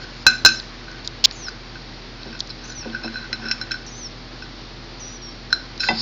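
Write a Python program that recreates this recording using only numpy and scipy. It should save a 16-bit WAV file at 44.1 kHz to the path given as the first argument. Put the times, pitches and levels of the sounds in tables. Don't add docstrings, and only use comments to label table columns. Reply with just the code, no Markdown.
import sys
import numpy as np
from scipy import signal
from scipy.fft import rfft, irfft, next_fast_len
from scipy.io import wavfile
from scipy.ndimage import uniform_filter1d

SR = 44100
rng = np.random.default_rng(int(sys.argv[2]) if len(sys.argv) > 2 else 0)


def how_loud(loudness_db):
    steps = np.asarray(loudness_db, float) / 20
    return 10 ** steps


def unload_wav(signal):
    wavfile.write(
        sys.argv[1],
        SR,
        np.round(np.clip(np.atleast_2d(signal).T, -1, 1) * 32767).astype(np.int16),
    )


N = 265085

# (frequency [Hz], level [dB], waver [Hz])
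MOTOR_LINES = [(42, -43, .3), (112, -71.5, 1.3), (121.4, -48.5, 0.57), (243, -49.5, 7.34),
               (328.6, -52.5, 17), (98, -56.5, 7.63), (788, -59.5, 14)]
# (frequency [Hz], level [dB])
HISS_SPECTRUM = [(40, -41), (60, -14.5), (127, -6), (214, -10.5), (341, -10), (430, -11.5), (850, -16.5),
                 (1600, -18), (2960, -20.5), (4440, -14.5), (5600, -21.5), (6400, -36.5), (7400, -45),
                 (8200, -67.5)]
# (time [s], effort [dB])
CLOTH_EFFORT = [(0, -40.5), (.47, -45), (.7, -42), (1.34, -42.5), (2.3, -47), (3.15, -42), (3.62, -39),
                (3.85, -46), (5.6, -47), (5.84, -43), (6.01, -35)]
# (time [s], length [s], start level [dB], end level [dB], strength of the sheet's resonance [1])
RUSTLES = [
    (0, 0.044, -49, -37, 2),
    (0.086, 0.15, -56, -43.5, 1.6),
    (1.046, 0.024, -32, -44, 1.8),
    (1.2401, 0.018, -10, -5, 0.96),
    (2.493, 0.018, -40.5, -30, 3.5),
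    (5.802, 0.12, -29, -33, 1.7),
    (5.918, 0.1, -39.5, -20, 2.8),
]
# (frequency [Hz], level [dB])
PAPER_RESONANCE = [(590, -47.5), (1000, -32), (1730, -31.5), (2800, -12), (4300, -3.5), (5350, -3),
                   (5870, -15), (6890, -10.5), (7500, -20), (9750, -57.5), (16500, -120)]
# (time [s], level [dB], centre [Hz])
DRY_TICKS = [(0.5993, -11, 4200), (0.9148, -24, 4830), (0.9482, -27, 3940), (0.982, -39, 4590),
             (1.075, -7.5, 4130), (1.311, -14, 4430), (1.3244, -26, 5000), (2.232, -18.5, 4170),
             (2.3917, -17, 4680), (2.399, -22, 5500), (2.4048, -0.5, 4340), (2.473, -20, 4840),
             (2.722, -19, 4380), (2.8989, -23, 3410), (3.3283, -14.5, 4270), (3.513, -20, 5040),
             (3.8645, -27, 5580), (4.996, -34, 5300), (5.7586, -36, 4780), (5.7776, -14, 4560),
             (1.075, -19.5, 6040)]
# (time [s], level [dB], centre [Hz], t60 [s])
DECAYING_TICKS = [
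    (1.075, -21, 1800, 0.0054),
    (1.3115, -19.5, 2000, .006),
    (1.3112, -20, 2800, .005),
    (1.49, -23, 5900, .006),
    (5.836, -11, 1900, .012),
    (3.3283, -10, 2100, 0.019),
    (3.5124, -7.5, 2380, 0.012),
    (3.5124, -9, 4600, 0.02),
]
# (time [s], length [s], crest after start [s], crest [Hz], effort [dB])
LOW_VOICE = [
    (.503, .045, -.06, 7550, -29),
    (1.35, .15, .035, 6280, -35),
    (2.748, .052, -.003, 6100, -32),
    (3.912, .165, .08, 6190, -33),
    (4.995, .047, -.005, 6080, -35),
    (5.058, .032, 0, 5950, -35),
    (5.083, .093, .057, 5920, -37),
]
# (time [s], length [s], crest after start [s], crest [Hz], effort [dB])
HIGH_VOICE = [
    (.558, .047, -.08, 7150, -36),
    (1.372, .08, .003, 6800, -39),
    (2.65, .09, .055, 6830, -36),
    (2.782, .048, -.06, 7020, -36),
    (3.955, .045, .02, 6750, -40),
    (5.03, .036, .08, 6150, -31),
    (5.045, .112, .065, 6850, -42),
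]
# (time [s], length [s], crest after start [s], crest [Hz], effort [dB])
TIRED_NOTES = [
    (.1, .15, .07, 4320, -53),
    (1.316, .066, .02, 6820, -33),
    (3.885, .036, .03, 6520, -35),
    (5.215, .085, .02, 5590, -40),
    (5.285, .04, 0, 5560, -45),
]
# (time [s], length [s], pitch [Hz], level [dB], roughness [0-1])
RASPS = [
    (2.637, .03, 6000, -43, .4),
    (2.673, .014, 6100, -42, .2),
    (2.693, .018, 5950, -35, .1),
    (3.863, .022, 5900, -37, .3),
    (3.864, .036, 5500, -38, .3),
    (3.92, .07, 6000, -47, .3),
    (4.995, .025, 6500, -50, .2),
    (5.06, .04, 5780, -47, .3),
]
# (frequency [Hz], level [dB], t60 [s])
TABLE_MODES = [(226.3, 0.5, 0.46), (330.4, -3, 0.28), (384, 3.5, .1), (553, -8.5, 0.061), (740, -9.5, 0.2),
               (777, -4, 0.032), (960, -5.5, 0.068), (1280, -22, 0.021), (1230, -19.5, 0.12)]
# (time [s], level [dB], hardness [dB])
KNOCKS = [(0.262, -23, 1.5), (0.448, -19, -10), (2.255, -22.5, -17), (2.789, -54, -15), (2.855, -17, -15),
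          (3.044, -14.5, -16), (3.298, -25.5, -27), (3.395, -26.5, -9), (3.439, -23.5, -31),
          (5.886, -13.5, -3), (5.909, -18.5, -3)]
# (time [s], level [dB], frequency [Hz])
THUMPS = [
    (0.2661, -16.5, 111),
    (0.4455, -14, 93.6),
    (2.791, -25, 80.6),
    (5.526, -36, 114),
    (5.928, -17.5, 168),
]
# (frequency [Hz], level [dB], t60 [s])
CUP_MODES = [(824, 2, 0.086), (865, 1.5, 0.043), (1100, -11, 0.06), (1517, -5.5, 0.17), (2014, 8, 0.079),
             (2300, -1, 0.041), (2645, 9, 0.058), (3190, -8.5, 0.09), (3580, -8, 0.29), (5002, 2, 0.088)]
# (frequency [Hz], ..)
DISH_HZ = [
    [1493, 1546, 1262, 1640],
    [2476, 2572, 2622, 2972],
    [4030, 4085, 3946, 4506],
    [5206, 5308, 5385, 5620],
    [4870, 6050, 6130, 6958, 7220],
]
# (level [dB], t60 [s])
DISH_RING = [
    [(1, 0.29), (3.5, 0.15), (-17.5, 0.13), (-24.5, 0.029)],
    [(-20, 0.4), (2.5, 0.099), (-14, 0.33), (-3.5, 0.021)],
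    [(-14, 0.43), (7, 0.16), (-4.5, 0.03), (-19.5, 0.1)],
    [(-12, 0.05), (3, 0.12), (-3, 0.14), (-18.5, 0.063)],
    [(-15, .06), (0, 0.083), (-13, 0.25), (-8, 0.11), (-6.5, 0.078)],
]
NODE_ORDERS = [2, 3, 4, 5]
# (time [s], length [s], pressure [dB], hardness [dB per octave], place [degrees])
DRAGS = [(0, 0.096, -46.5, -10.5, 30), (.87, 0.16, -50, -10, 28), (1.46, 0.035, -41, 1, 87),
         (2.145, 0.26, -51, -2, 75), (2.585, 0.12, -44, -8, 36), (2.805, 0.1, -44.5, -5, 6.2),
         (2.919, 0.081, -37, -8.5, 32), (3.027, 0.057, -33, 1.5, 82), (3.119, 0.14, -39, 0.5, 85.7),
         (3.41, 0.12, -32.5, -5, 25.4), (5.804, 0.084, -30, 0, 82.5)]
# (time [s], blow [dB], hardness [dB per octave], place round the rim [degrees])
FREE_BLOWS = [
    (0.2658, 0, 1.5, 13.9),
    (0.4493, -1, 3, 85.6),
    (0.4604, -0.5, -7.5, 38.7),
    (0.4894, -17.5, 1, 50),
]
# (time [s], blow [dB], hardness [dB per
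HELD_BLOWS = [(0.8812, -29, -4, 85.5), (1.7551, -21.5, 1.5, 20), (2.3275, -26.5, -1, 64.5),
              (2.3499, -27, -1.5, 75), (2.5006, -24, 1, 38), (2.6998, -27, -7, 33), (2.7213, -32, 1, 85.5),
              (2.948, -25, -13, 70), (3.047, -22, 6, 72.0), (3.0774, -21.5, 1, 12), (3.1418, -24, 0.5, 82),
              (3.1565, -21.5, -7, 15), (3.241, -31.5, -9.5, 18), (3.3284, -10.0, -4.5, 36.8),
              (3.4575, -23.0, -14, 36), (3.4845, -24, 20, 60), (3.5122, -6.5, 6, 70),
              (3.613, -12.5, -0.5, 30), (3.7094, -16.5, -1.5, 85.5), (3.7164, -7.5, 6, 24.3),
              (3.7414, -16, -7.5, 29.5), (4.4223, -23, -1, 72),
              (5.504, -24.5, -1, 30),
    (5.5225, -26, 11.5, 87.0),
    (5.5273, -8.5, 11, 87.8),
    (5.797, -26, 18, 85.5),
    (5.803, -13, 7, 5.9),
    (5.833, -12.5, -6.5, 56),
    (5.875, -15, 1.5, 87.0),
]
# (time [s], blow [dB], hardness [dB per octave], place [degrees])
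GRIPPED_BLOWS = [
    (1.483, -17, -1.5, 25.9),
    (5.5273, -3.5, -2.5, 27.6),
]


def evened(x):
    return x / np.sqrt(np.mean(x ** 2) + 1e-20)


def add(mix, s, sound):
    part = mix[max(round(s * SR), 0):][:len(sound)]
    part += sound[:len(part)]


def coloured(x, points):
    hz, db = np.transpose(points)
    size = next_fast_len(len(x) + 256)
    log_hz = np.log(np.fft.rfftfreq(size, 1 / SR) + 1)
    gain = how_loud(np.interp(log_hz, np.log(hz), db))
    return irfft(rfft(x, size) * gain, size)[:len(x)]


def ring(modes, damp, scatter_db=0., rise_s=0.):
    t = np.arange(SR // 2) / SR
    tones = np.zeros(len(t))
    for (hz, db, t60), chance in zip(modes, rng.standard_normal(len(modes))):
        tones += how_loud(db + scatter_db * chance - 60 * t / (t60 * damp)) * np.sin(2 * np.pi * hz * t)
    return tones * (1 - np.exp(-t / (rise_s + 1e-5)))


def crack(t60):
    t = np.arange(2000) / SR
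    return rng.standard_normal(len(t)) * how_loud(-60 * t / t60)


def room(x):
    spacing, t60 = 22, .36
    at = np.arange(150, SR // 2, spacing)
    at = at + rng.integers(0, spacing, len(at))
    taps = np.zeros(SR)
    taps[at] = rng.choice([-1., 1.], len(at)) * how_loud(-60 * at / SR / t60)
    return signal.fftconvolve(x, taps / np.linalg.norm(taps))[:N]


def hum():
    out = np.zeros(N)
    for hz, db, waver_hz in MOTOR_LINES:
        drift = evened(uniform_filter1d(uniform_filter1d(rng.standard_normal(N), 2000), 2000))
        cycles = np.cumsum(hz + waver_hz * drift) / SR + rng.random()
        out += np.sqrt(2) * how_loud(db) * np.sin(2 * np.pi * cycles)
    return out


def cloth():
    s, effort_db = np.transpose(CLOTH_EFFORT)
    fizz_db = -62.5 + 0.66 * (effort_db - np.mean(effort_db))
    out = np.zeros(N)
    for db, band_hz in [(effort_db - 5, (900, 2460)), (fizz_db - 4, (5900, 6600))]:
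        band = signal.butter(2, band_hz, "band", fs=SR)
        noise = evened(signal.lfilter(*band, rng.standard_normal(N)))
        out += noise * how_loud(np.interp(np.arange(N) / SR, s, db))
    return out


def hiss():
    swell = evened(uniform_filter1d(rng.standard_normal(N), 5000))
    return how_loud(-40 + .5 * swell) * evened(coloured(rng.standard_normal(N), HISS_SPECTRUM))


def rustles():
    out = np.zeros(N)
    for s, length, start_db, end_db, focus in RUSTLES:
        count = round(length * SR)
        unevenness = uniform_filter1d(rng.standard_normal(count), 30)
        snaps = rng.standard_normal(count) * how_loud(3.22 * unevenness)
        paper = evened(coloured(snaps, np.multiply(PAPER_RESONANCE, [1, focus])))
        envelope = how_loud(np.linspace(start_db, end_db, count)) * signal.windows.tukey(count, .08)
        add(out, s, paper * envelope)
    return out


def ticks():
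    out = np.zeros(N)
    for s, db, hz, t60 in [(*tick, 0.009) for tick in DRY_TICKS] + DECAYING_TICKS:
        snap = 0.22 * crack(t60 + 0.0025) + signal.unit_impulse(2000)
        band = signal.butter(2, [hz * 0.81, min(hz * 1.27, 9000)], "band", fs=SR)
        add(out, s, how_loud(db + 13.5) * signal.lfilter(*band, signal.lfilter(*band, snap)))
    return out


def nestling():
    knee_s, climb = .035, .4
    rise_s, fade_s = .008, .007
    beak_hz, beak_db_per_khz = 5600, -15
    out = np.zeros(N)
    for notes, sag in [(LOW_VOICE, 19000), (HIGH_VOICE, 24000), (TIRED_NOTES, 3500)]:
        for s, length, crest_s, crest_hz, db in notes:
            t = np.arange(0, length, 1 / SR)
            tremble, flutter = (evened(uniform_filter1d(v, 150)) for v in rng.standard_normal((2, len(t))))
            climbing = t < crest_s
            slope = sag * np.where(climbing, climb, 1)
            glide = crest_hz - slope * (np.hypot(t - crest_s, knee_s) - knee_s)
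            shake = .004 * tremble * np.where(climbing, 2.5, 1)
            tone = np.sin(2 * np.pi * np.cumsum(glide * (1 + shake)) / SR)
            edges = np.minimum(1, np.minimum(t / rise_s, (length - t) / fade_s))
            beak_db = beak_db_per_khz * np.maximum(glide - beak_hz, 0) / 1000
            climb_db = -4 * np.clip((crest_s - t) / knee_s, 0, 1)
            add(out, s, np.sqrt(2) * how_loud(db + beak_db + climb_db + 0.78 * flutter) * edges * tone)
    return out


def rasps():
    out = np.zeros(N)
    for s, length, hz, db, rough in RASPS:
        count = round(length * SR)
        jitter, bursts = (evened(uniform_filter1d(v, 90)) for v in rng.standard_normal((2, count)))
        tone = np.sin(2 * np.pi * np.cumsum(hz * (1 + .08 * rough * jitter)) / SR)
        add(out, s, how_loud(db + 11 * rough * bursts) * tone * signal.windows.tukey(count, .4))
    return out


def table():
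    out = np.zeros(N)
    blur_band = signal.butter(2, [250, 650], "band", fs=SR)
    for s, db, hard_db in KNOCKS:
        bass = ring(TABLE_MODES[:3], 0.97, 1.5, rise_s=0.011)
        upper = ring(TABLE_MODES[3:], 0.8, 1.5, rise_s=0.0015)
        add(out, s, how_loud(db - 10.5) * (bass + how_loud(hard_db + 14.5) * upper))
        add(out, s, how_loud(db) * signal.lfilter(*blur_band, crack(0.21)))
    for s, db, hz in THUMPS:
        add(out, s, how_loud(db) * ring([(hz, 0, .09)], 0.51, rise_s=0.0029))
    return out


def cup():
    out = np.zeros(N)
    landing_s, db = 5.8868, -18
    add(out, .4497, how_loud(-11.5) * ring(CUP_MODES[9:], 1.3))
    add(out, landing_s, how_loud(db) * ring(CUP_MODES, 0.79, rise_s=0.00097))
    add(out, landing_s, how_loud(-7) * uniform_filter1d(crack(0.0095), size=6))
    add(out, landing_s + .019, how_loud(db - 2.5) * ring(CUP_MODES[:4], 0.62))
    return out


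def dish():
    return [[(hz, *r) for hz, r in zip(*family)] for family in zip(DISH_HZ, DISH_RING)]


def families_db(hard_db, place):
    octaves = np.log2([family[0] / 3000 for family in DISH_HZ[:4]])
    node_leak = 0.0049
    coupling = np.cos(np.radians(place) * np.array(NODE_ORDERS)) ** 2 + node_leak
    return list(hard_db * octaves + 10 * np.log10(coupling))


def drags():
    slips_per_s = 900
    out = np.zeros(N)
    for s, length, db, hard_db, place in DRAGS:
        count = round(length * SR)
        pressure_db = db + np.interp(np.linspace(0, 1, count), [0, 0.37, 1], [-7, 0, -7])
        slips = rng.standard_normal(count) * (rng.random(count) < slips_per_s / SR) * how_loud(pressure_db)
        for family_db, modes in zip(families_db(hard_db, place), dish()):
            body = ring(modes, 0.22, rise_s=0.0012)[:6000]
            scrape = signal.fftconvolve(slips * how_loud(family_db), body / np.linalg.norm(body))
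            add(out, s, scrape * np.sqrt(SR / slips_per_s))
    return out


def strikes(rows, damp, lift_db, top_db, crack_db, crack_s, rise_s):
    out = np.zeros(N)
    snap_band = signal.butter(3, [1600, 5600], "band", fs=SR)
    for s, db, hard_db, place in rows:
        shares_db = families_db(hard_db, place)
        shares_db.append(shares_db[-1] + top_db)
        for share_db, modes in zip(shares_db, dish()):
            add(out, s, how_loud(db - 9 + share_db + lift_db) * ring(modes, damp, 1, rise_s))
        add(out, s, how_loud(1.6 * db + crack_db) * signal.lfilter(*snap_band, crack(crack_s)))
    return out


def scene():
    near = table() + cup() + nestling() + rasps() + drags()
    near += strikes(FREE_BLOWS, 0.64, lift_db=4.5, top_db=1.5, crack_db=0, crack_s=0.022, rise_s=0.0001)
    near += strikes(HELD_BLOWS, 0.4, lift_db=0.5, top_db=-21, crack_db=-5.5, crack_s=0.041,
                    rise_s=0.002)
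    near += strikes(GRIPPED_BLOWS, 0.096, lift_db=11, top_db=-10.5, crack_db=-25, crack_s=0.0046, rise_s=0.0022)
    snaps = ticks() + rustles()
    background = hum() + cloth() + hiss()
    return (near + snaps + how_loud(-12.5) * room(near) + how_loud(-48.5) * room(snaps) + background)[None]


def roll_off(x):
    return signal.sosfilt(signal.butter(12, 7650, fs=SR, output="sos"), x)


def record(dry):
    edge_hz = 7395
    lowpass = signal.firwin(201, edge_hz, window=("kaiser", 8), fs=SR)
    narrow = signal.oaconvolve(dry, lowpass[None], "same")
    return roll_off(np.clip(narrow, -1, 1))


dry = scene()
out = record(dry)
unload_wav(out)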